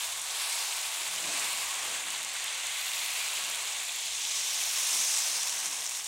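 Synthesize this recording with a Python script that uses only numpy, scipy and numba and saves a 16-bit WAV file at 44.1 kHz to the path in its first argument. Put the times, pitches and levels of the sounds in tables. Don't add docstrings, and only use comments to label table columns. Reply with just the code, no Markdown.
import sys
import numpy as np
from scipy import signal
from scipy.fft import rfft, irfft, next_fast_len
from scipy.io import wavfile
from scipy.ndimage import uniform_filter1d
from numba import njit

SR = 44100
rng = np.random.default_rng(int(sys.argv[2]) if len(sys.argv) > 2 else 0)


def gain_from_db(level_db):
    decades = np.asarray(level_db, float) / 20
    return 10 ** decades


def transcribe(signal):
    frames = np.atleast_2d(signal).T
    limited = np.clip(frames, -1, 1)
    pcm = np.round(limited * 32767).astype(np.int16)
    wavfile.write(sys.argv[1], SR, pcm)


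N = 267975
TIME = np.arange(N) / SR
SPAN = next_fast_len(N)
FREQS = np.fft.rfftfreq(SPAN, 1 / SR)


def level(x, db):
    return x * gain_from_db(db) / np.sqrt(np.mean(x ** 2))


def gain(table):
    hz, db = np.transpose(table)
    return gain_from_db(np.interp(np.log(FREQS + 1), np.log(hz), db))


def colour(x, response):
    return irfft(rfft(x, SPAN) * response, SPAN)[:N]


def bell(centre_s, width_s):
    return np.exp(-.5 * ((TIME - centre_s) / width_s) ** 2)


def walk(rate):
    hold = max(int(SR / rate), 1)
    steps = np.repeat(rng.standard_normal(N // hold + 1), hold)[:N]
    return 1.3 * uniform_filter1d(uniform_filter1d(steps, hold), hold)


@njit
def rings(start, hz, cycles, size):
    out = np.zeros(N + 4000)
    for g in range(len(start)):
        turn = np.exp((2j * np.pi - 1 / cycles[g]) * hz[g] / SR)
        z, rise, fast = size[g] + 0j, 1., np.exp(-2 * hz[g] / SR)
        for i in range(min(int(5 * cycles[g] * SR / hz[g]), 3999)):
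            z, rise = z * turn, rise * fast
            out[start[g] + i] += z.imag * (1 - rise)
    return out[:N]


def kitchen(x):
    t60_s, echo_db = 0.0039, -3.5
    t = np.arange(512) / SR
    tail = rng.standard_normal(512) * 1000. ** (-t / t60_s) * (t > .0004)
    return x + signal.oaconvolve(x, tail / np.linalg.norm(tail))[:N] * gain_from_db(echo_db)


# [f/Hz, level/dB per Hz]
ROOM_SPECTRUM = [(12, -40), (28, -32), (50, 6), (75, 12.5), (182, 5.5), (242, -16), (300, 9.5), (390, -42),
                 (660, -120)]


def room_hum():
    noise = level(colour(rng.standard_normal(N), gain(ROOM_SPECTRUM)), -74.5)
    mains = level(np.sin(2 * np.pi * 50 * TIME), -88)
    return noise + mains


def bubbles(count=40000):
    cluster_fade_s, whistle_cycles = .0012, 9
    when, pitch, length, strength, sign = rng.random((count, 5)).T
    crowding = np.cumsum(gain_from_db(7.0 * walk(800) + 2.5 * walk(120) + 1.2 * walk(30)))
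    fade = np.exp(-1 / (cluster_fade_s * SR))
    crowding = signal.lfilter([1], [1, -fade], np.diff(crowding, prepend=0)).cumsum()
    start = np.searchsorted(crowding, when * crowding[-1]).clip(0, N - 1)
    hz = 300 + pitch * 17000
    cycles = 0.34 + 1.4 * length ** 4 + whistle_cycles * length ** 25
    strong_db = np.minimum(-3.2 * np.log(1 - strength), 13)
    size = np.sqrt(hz / cycles) * gain_from_db(strong_db) * np.sign(sign - .5)
    return kitchen(rings(start, hz, cycles, size))


# [t/s, level/dB]
BOIL_CURVE = [(0.0, 0), (0.2, -4.5), (0.5, 1.5), (0.75, 0), (1.2, 0.5), (1.45, 5), (1.7, 0.5), (2.05, -0.5),
              (2.15, 0), (2.25, -2.5), (2.4, 0.0), (3.2, 2.5), (3.5, 1), (4.15, -0.5), (4.25, 1.5),
              (5.0, 4.5), (5.3, 2.5), (6.08, -5)]
# [t/s, level/dB]
COARSE_CURVE = [(0, 3.5), (.2, 5), (.5, 2), (1.25, 2), (1.55, 0.5), (1.75, 4), (2.0, 3), (2.95, -1.5),
                (3.65, 1), (4.0, -2.5), (4.4, -2.5), (4.55, -1), (5.1, 0), (5.65, 3.5), (6.08, 1)]
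# [t/s, level/dB]
SPLASH_CURVE = [(0.0, 5.5), (1.2, 0), (1.3, -3.5), (1.6, 1), (1.75, 0), (2.5, -5), (2.7, -4), (2.8, 1.5),
                (3.75, -2.5), (4.3, -3.5), (4.7, 2.5), (6.08, 2.5)]
# [t/s, level/dB]
JET_CURVE = [
    (0.0, 0),
    (0.2, 1.5),
    (0.4, 0),
    (3.1, -2),
    (3.9, -1.5),
    (4.35, 4),
    (4.7, 3.5),
    (5.05, 6.5),
    (5.35, 6),
    (6.08, 2.5),
]
# [boil/dB per dB, coarseness/dB per dB, splash/dB per dB, jets/dB per dB]
FOLLOW_WEIGHTS = [(0.93, 0.98, .01, -0.2), (0.94, 0.17, .01, -0.37), (0.83, -0.36, .01, -0.11),
                  (0.83, 0.027, .01, 1.07), (0.8, 0.31, 0.055, 0.34), (0.91, -0.33, 0.99, -0.13)]
# [t/s, level/dB]
GUSH_EVENTS = [(.25, -0.5), (.32, 1), (.54, 0.6), (.77, 0.5), (1.35, 0.9), (1.95, 1.3), (2.03, -1.2),
               (2.27, 0), (2.32, 0.5), (3.0, 0.5), (3.38, 0.9), (4.03, 0.4), (4.37, .8), (4.73, -.8),
               (4.78, 0.9), (4.89, -0.1), (4.92, 0.9), (5.075, -0.9), (5.16, 0.1), (.42, 2.2), (.62, 1),
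               (2.78, -0.2), (5.65, 1), (5.7, 0), (5.82, 0.3), (5.96, 1.8), (6.03, -0.1)]


def boil():
    curves = (BOIL_CURVE, COARSE_CURVE, SPLASH_CURVE, JET_CURVE)
    controls = [np.interp(TIME, *np.transpose(curve)) for curve in curves]
    gushes = sum(db * bell(s, 0.024) for s, db in GUSH_EVENTS)
    strength = np.dot(FOLLOW_WEIGHTS, controls) + gushes
    hollow_db, hollow_until_s, hollow_fade_s = 3, 0.68, 0.091
    strength[2] += hollow_db / (1 + np.exp((TIME - hollow_until_s) / hollow_fade_s))
    flare_s, flare_width_s, flare_db = 5, 0.17, 3
    strength[4] += flare_db * bell(flare_s, flare_width_s)
    drying_db_s, clear_per_boil, clear_per_jet = 0.9, 0.65, 0.24
    drying = drying_db_s * (TIME - TIME.mean())
    return strength, drying - clear_per_boil * controls[0] - clear_per_jet * controls[3]


# [t/s, length/s, f/Hz, level/dB]
FOAM_PATCHES = [(0.34, 0.54, 490, -4.5), (0.39, .14, 13760, -3.7), (0.45, 0.067, 6700, -4.5),
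                (.5, .1, 8900, 0), (.55, 0.15, 3250, -3.5), (0.57, 0.17, 5100, 2.5), (0.7, 0.12, 950, 3.5),
                (1, 0.067, 6120, -3.5), (1.26, 0.099, 610, 8), (1.45, 0.15, 3330, -4), (1.5, .2, 4900, 0),
                (1.51, .08, 6200, -4), (1.91, 0.058, 490, 8.5), (2.08, 0.073, 5300, -4),
                (2.46, 0.33, 9000, -0.5), (2.57, 0.43, 2000, 3), (2.5, 0.19, 2350, -1),
                (2.67, 0.14, 4960, -2.5), (2.6, 0.32, 1370, 3), (3.17, 0.18, 3600, -1.5),
                (3.34, 0.18, 1970, -3), (3.43, .15, 1250, 3), (3.76, .25, 4900, -1.5), (4.24, 0.4, 7300, 4),
                (4.8, 0.56, 7600, -3.5), (4.33, .25, 14180, 0), (5.05, 0.24, 11800, 1),
                (5.0, 0.17, 13000, -1), (5.36, .2, 4500, 3), (5.54, 0.56, 3500, -0.2),
                (6.1, 0.42, 1330, -3.5), (7.8, 0.13, 3790, -3), (4.5, .2, 5600, 1), (5.0, .2, 5500, 0),
                (1.42, .1, 2400, -1), (2.13, .1, 6700, 0), (3.9, 0.13, 3000, -2.5), (6, 0.14, 3200, -2),
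                (2.95, .12, 1500, 0.5), (.42, .03, 10300, 2.5), (0.53, 0.035, 9000, 4),
                (2.85, .08, 15000, 0), (5.05, 0.031, 6300, 2.5), (5.16, 0.037, 7800, 4),
                (3.9, 0.052, 6100, -0.5), (3.2, 0.064, 2440, 3.5), (4.2, .12, 3200, 1.5),
                (4.88, .12, 690, -2), (4.26, 0.14, 420, 5.5), (1.65, 0.22, 1115, 2.5), (5.5, .12, 3000, 0)]


def patchy(x, size=1024):
    pitch_spread, flicker_db = 0.089, .5
    freqs, times, frames = signal.stft(x, SR, nperseg=size)
    db = np.zeros(frames.shape)
    for s, length, hz, patch_db in FOAM_PATCHES:
        across = np.exp(-.5 * (np.log((freqs + 1) / hz) / pitch_spread) ** 2)
        along = np.exp(-.5 * ((times - s) / length) ** 2)
        db += patch_db * np.outer(across, along)
    flicker = uniform_filter1d(rng.standard_normal(frames.shape), 21, axis=0)
    flicker = uniform_filter1d(flicker, 3, axis=1)
    db = db + flicker_db * flicker / flicker.std()
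    return signal.istft(frames * gain_from_db(db), SR, nperseg=size)[1][:N]


# [from f/Hz, to f/Hz]
SIZE_RANGES = [
    (300, 1600),
    (2000, 2900),
    (3600, 4600),
    (5400, 6000),
    (6900, 8800),
    (11500, 16000),
]
# [f/Hz, level/dB]
SIZZLE_SPECTRUM = [(150, -66), (300, -30.5), (480, -18), (710, -6.5), (1050, -4.5), (1400, -8.5),
                   (1800, -5.5), (2150, -1), (3500, 0.5), (4900, -3.5), (6200, 0.5), (8200, 0),
                   (11000, -9.5), (15100, -18.5), (15900, -13)]
# [f/Hz, width/Hz, level/dB]
TINT_MODES = [(414, 53, 7), (514, 50, 4.5), (627, 10, 3), (943, 16, 3), (1116, 18, 7), (1525, 42, 4),
              (1660, 14, 7), (2740, 21, 2.5), (3550, 56, 2), (4770, 240, 0.5), (9460, 450, 0.5),
              (10940, 500, 0), (13800, 700, 3)]
BURST_SHARES = [-8.5, -5.5, -4.5, -8, -5, 0]


def sizzle():
    strength_db, clear_db = boil()
    tint_db = sum(db / (1 + ((FREQS - hz) / (width / 2)) ** 2) for hz, width, db in TINT_MODES)
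    tint = gain(SIZZLE_SPECTRUM) * gain_from_db(tint_db)
    crowd = rfft(bubbles(), SPAN)
    crowd = crowd / np.sqrt(uniform_filter1d(np.abs(crowd) ** 2, 1500) + 1e-9)
    burst = crowd * tint
    vapour = rfft(rng.standard_normal(SPAN)) * tint
    clear = gain_from_db(clear_db)
    range_edges = np.log(SIZE_RANGES).ravel()
    range_index = np.arange(2 * len(SIZE_RANGES)) // 2
    out, surge = 0, walk(22)
    for k, db in enumerate(strength_db):
        share = np.interp(np.log(FREQS + 1), range_edges, range_index == k)
        pops, hiss = burst * share, vapour * share
        mix = level(irfft(pops, SPAN)[:N], BURST_SHARES[k]) * clear + level(irfft(hiss, SPAN)[:N], 0)
        mix = mix * gain_from_db(0.33 * surge + .5 * walk(50))
        mix = mix / np.sqrt(uniform_filter1d(mix ** 2, int(.09 * SR)) + 1e-9)
        out = out + level(mix * gain_from_db(db), 0) * np.linalg.norm(hiss)
    return level(patchy(out), -32.5)


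# [t/s, peak level/dB, fade/s]
TUG_EVENTS = [(.05, -75, 0.17), (.97, -69, 0.093), (1.09, -75, .1), (1.18, -71, .08), (1.25, -52, 0.09),
              (1.31, -56, .06), (1.41, -63, 0.1), (1.52, -71, 0.092), (1.6, -71, 0.1), (1.82, -61, 0.089),
              (1.9, -61, 0.12), (2.07, -63, 0.11), (2.22, -66, 0.042), (2.64, -70, 0.053),
              (2.89, -72, 0.12), (3.02, -74, 0.066), (3.38, -61, 0.17), (3.72, -75, 0.1),
              (4.23, -70, 0.022), (4.38, -73, 0.1), (4.65, -66, 0.07), (4.95, -55.5, 0.075),
              (5.31, -61, 0.024), (5.55, -64, .05), (5.66, -57, 0.07), (5.79, -67, 0.036),
              (5.919, -70, .06)]
# [f/Hz, width/Hz, level/dB]
PLATE_MODES = [
    (89, 13, -2),
    (135, 48, -3.5),
    (182, 16, 3),
    (222.5, 20, 2),
    (300, 12.6, 6.5),
    (350, 36, 5.5),
    (450, 46, 3.5),
]


def drag():
    rise_s, slide_db = 0.045, -73.5
    force = gain_from_db(slide_db)
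    for s, db, fade in TUG_EVENTS:
        force = force + gain_from_db(db) * np.exp(np.minimum((TIME - s) / rise_s, (s - TIME) / fade))
    modes = sum(gain_from_db(db) / (1 + 1j * (FREQS - hz) / (0.72 * width)) ** 2 for hz, width, db in PLATE_MODES)
    rumble = rng.standard_normal(N) * uniform_filter1d(force, int(0.015 * SR))
    low_pass = 1 + (FREQS / 500) ** 3
    high_pass = 1 + (75 / (FREQS + 1)) ** 6
    return colour(rumble, modes / low_pass / high_pass) * gain_from_db(17.5)


def strays(count=60):
    when, db, hz = rng.random((count, 3)).T
    return np.transpose([when * N / SR, -35 + 10 * db, 7000 + 800 * (4 * hz - 2)])


# [t/s, peak level/dB, f/Hz]
EARLY_SPITS = [(0.0709, -25, 7000), (0.1328, -30, 9300), (0.2171, -23, 7100), (0.2224, -28, 9600),
               (0.3093, -23, 5700), (0.3973, -25, 6900), (0.4197, -22, 8500), (0.5254, -17, 8000),
               (0.6152, -22, 5200), (0.7695, -24, 8500), (0.8387, -25, 4600), (0.9156, -30, 7300),
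               (0.924, -29, 3800), (0.9459, -24, 7300), (0.9757, -25, 6900), (1.0172, -23, 5200),
               (1.0326, -28, 5100), (1.0788, -25, 7700), (1.1115, -26, 8500), (1.161, -20, 5000),
               (1.1812, -25, 3200), (1.2021, -21, 8300), (1.2766, -25, 5800), (1.3966, -21, 7600),
               (1.5309, -20, 7400), (1.5749, -21, 7200), (1.5851, -25, 4500), (1.7178, -28, 5000),
               (1.7427, -20, 7500), (1.8065, -27, 6200), (1.8258, -26, 7700), (1.8535, -25, 9100),
               (1.8954, -27, 9700), (1.9135, -26, 6700), (2.1044, -18, 7700), (2.1092, -27, 4400),
               (2.1488, -26, 3700), (2.1808, -24, 6900), (2.1905, -27, 5000), (2.2299, -21, 8600),
               (2.248, -18, 7100), (2.2905, -25, 8000), (2.3874, -31, 6900), (2.4434, -18, 7800),
               (2.481, -27, 3400), (2.6026, -28, 4700), (2.6696, -20, 7900), (2.7217, -29, 7800),
               (2.8482, -25, 6200), (2.881, -23, 4200), (2.9413, -24, 5100), (2.9795, -22, 5600),
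               (2.9901, -24, 4700), (3.1373, -27, 6600), (3.1919, -25, 7100), (3.197, -25, 4200),
               (3.286, -22, 6500), (3.3627, -25, 4000), (3.3702, -24, 6500), (3.4393, -22, 5600)]
# [t/s, peak level/dB, f/Hz]
RIM_SPITS = [(3.5137, -22, 6500), (3.547, -23, 8300), (3.5863, -25, 7600), (3.66, -26, 4400),
             (3.678, -22, 5730), (3.7258, -23, 6600), (3.7324, -24, 5800), (3.7485, -26, 7300),
             (3.9071, -27, 4600), (4.0347, -26, 5000), (4.0596, -24, 3600), (4.1346, -26, 5600),
             (4.1484, -22, 6800), (4.161, -26, 7400), (4.1713, -24, 6200), (4.222, -25, 4700),
             (4.2513, -22, 4800), (4.4117, -23, 5000), (4.5068, -24, 5700), (4.5644, -26, 6200),
             (4.6373, -20, 6300), (4.9074, -17, 7300), (5.0551, -23, 6400), (5.087, -20, 5400),
             (5.2836, -20, 7500), (5.298, -22, 7600), (5.3664, -20, 6500), (5.4327, -15.5, 7300),
             (5.4827, -19, 6900), (5.4951, -21, 7100), (5.5265, -22, 6300), (5.6107, -24, 6500),
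             (5.6401, -24, 5400), (5.6475, -27, 6800), (5.6579, -17, 6200), (5.7048, -28, 8800),
             (5.7121, -26, 6400), (5.7296, -26, 6900), (5.7371, -24, 6800), (5.807, -20, 7300),
             (5.8217, -26, 4000), (5.8269, -22, 6800), (5.8481, -25, 7700), (5.8586, -26, 7200),
             (5.8642, -17, 6200), (5.875, -22, 6100), (5.8938, -18, 7600), (5.911, -20, 7200),
             (5.9259, -24, 8200), (5.9342, -23, 7600), (5.957, -26, 7900), (5.9642, -23, 7300),
             (5.969, -22, 7100), (5.973, -21, 7500), (5.99, -25, 7600), (6.001, -27, 7600),
             (6.0441, -20, 7800), (6.0507, -24, 8100), (6.0637, -24, 6800), (6.0713, -19, 7400)]


def spits(count=5):
    spit_db, lead_s, spread_s = 8, .0001, 0.0034
    follower_db, ring_cycles = -6, 1.0
    s, db, hz = np.vstack([EARLY_SPITS, strays(), RIM_SPITS]).T
    follows = (np.arange(count) > 0)[:, None]
    late, pitch, weak = rng.random((len(s), count, 3)).T * follows
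    start = ((s - lead_s + spread_s * late) * SR).astype(np.int64).clip(0, N - 1)
    tones = hz * (1 + .13 * pitch * np.cos(np.pi * np.arange(count))[:, None])
    size = gain_from_db(db + spit_db - 15.0 * weak + follower_db * (weak > 0))
    ring = rings(start.ravel(), tones.ravel(), np.full(tones.size, ring_cycles), size.ravel())
    crack = rings(start[0], 2.0 * hz.clip(0, 9000), np.full(len(hz), 0.61), gain_from_db(db - 23.0))
    return kitchen(ring + crack)


# [t/s, length/s, f/Hz, level/dB]
HUM_EVENTS = [(.98, .04, 300, -68), (1.1, 0.035, 182, -71), (1.22, .04, 182, -66), (1.26, 0.023, 350, -59),
              (1.3, .035, 182, -59), (1.42, 0.041, 300, -64), (1.578, 0.041, 213, -68.5),
              (1.64, .05, 89, -72), (1.89, 0.04, 182, -66), (2.08, 0.023, 182, -67), (2.12, .1, 298, -72),
              (4.12, .03, 70.6, -68), (1.227, .04, 89, -72), (1.45, 0.045, 200, -68), (1.9, .06, 110, -72),
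              (2.2, .06, 130, -74), (.14, 0.054, 85, -73), (3.24, .04, 100, -72), (4.63, .06, 65, -72)]


def hums():
    tones = 0
    for s, length, hz, db in HUM_EVENTS:
        tones = tones + gain_from_db(db + 4) * bell(s, length) * np.sin(2 * np.pi * hz * TIME)
    return tones


# [t/s, peak level/dB]
TICK_EVENTS = [(0.2159, -20), (0.2538, -27), (0.3182, -30), (0.385, -30), (0.4155, -31), (0.7682, -21),
               (0.8355, -28), (0.9443, -25), (1.048, -26), (1.078, -23), (1.1104, -26), (1.1498, -27),
               (1.1598, -23), (1.1797, -26), (1.2321, -29), (1.2585, -21), (1.3304, -32), (1.3942, -28),
               (1.4431, -20), (1.6437, -24), (1.8502, -27), (1.8941, -28), (2.1031, -26), (2.1221, -27),
               (2.2288, -32), (2.2892, -28), (2.3331, -28), (2.4214, -31), (2.4418, -23), (2.5745, -32),
               (2.6279, -44), (2.6454, -33), (2.6683, -25), (2.7202, -32), (2.9687, -28), (3.0924, -36),
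               (3.1373, -26), (3.2495, -29), (3.3218, -30), (3.3692, -23), (3.4381, -27), (3.4989, -20),
               (3.5448, -32), (3.6172, -31), (3.6531, -29), (3.694, -35), (3.8661, -34), (3.9379, -33),
               (3.9589, -23), (4.0587, -22), (4.1335, -31), (4.3804, -34), (4.4124, -39), (4.5321, -24),
               (5.047, -19), (5.4316, -26), (5.5243, -24), (5.5638, -29), (5.8471, -28), (5.9718, -30)]


def ticks():
    centre_hz, scatter_hz, tick_db, delay_s = 10500, 2500, 9.5, 0.00054
    s, db = np.transpose(TICK_EVENTS)
    hz = (centre_hz + scatter_hz * (2 * rng.random(len(s)) - 1)).clip(3000, 16000)
    start = ((s + delay_s) * SR).astype(np.int64).clip(0, N - 1)
    return kitchen(rings(start, hz, np.ones(len(s)), gain_from_db(db + tick_db)))


def scene():
    mono = room_hum() + sizzle() + drag() + spits() + hums() + ticks()
    return np.array([mono, mono])


def top_cut(x):
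    return signal.sosfilt(signal.butter(12, 15730, fs=SR, output="sos"), x)


def record(dry):
    top_hz = 15760
    mix = signal.sosfilt(signal.ellip(10, .2, 80, top_hz, fs=SR, output="sos"), dry)
    return top_cut(mix)


dry = scene()
out = record(dry)
transcribe(out)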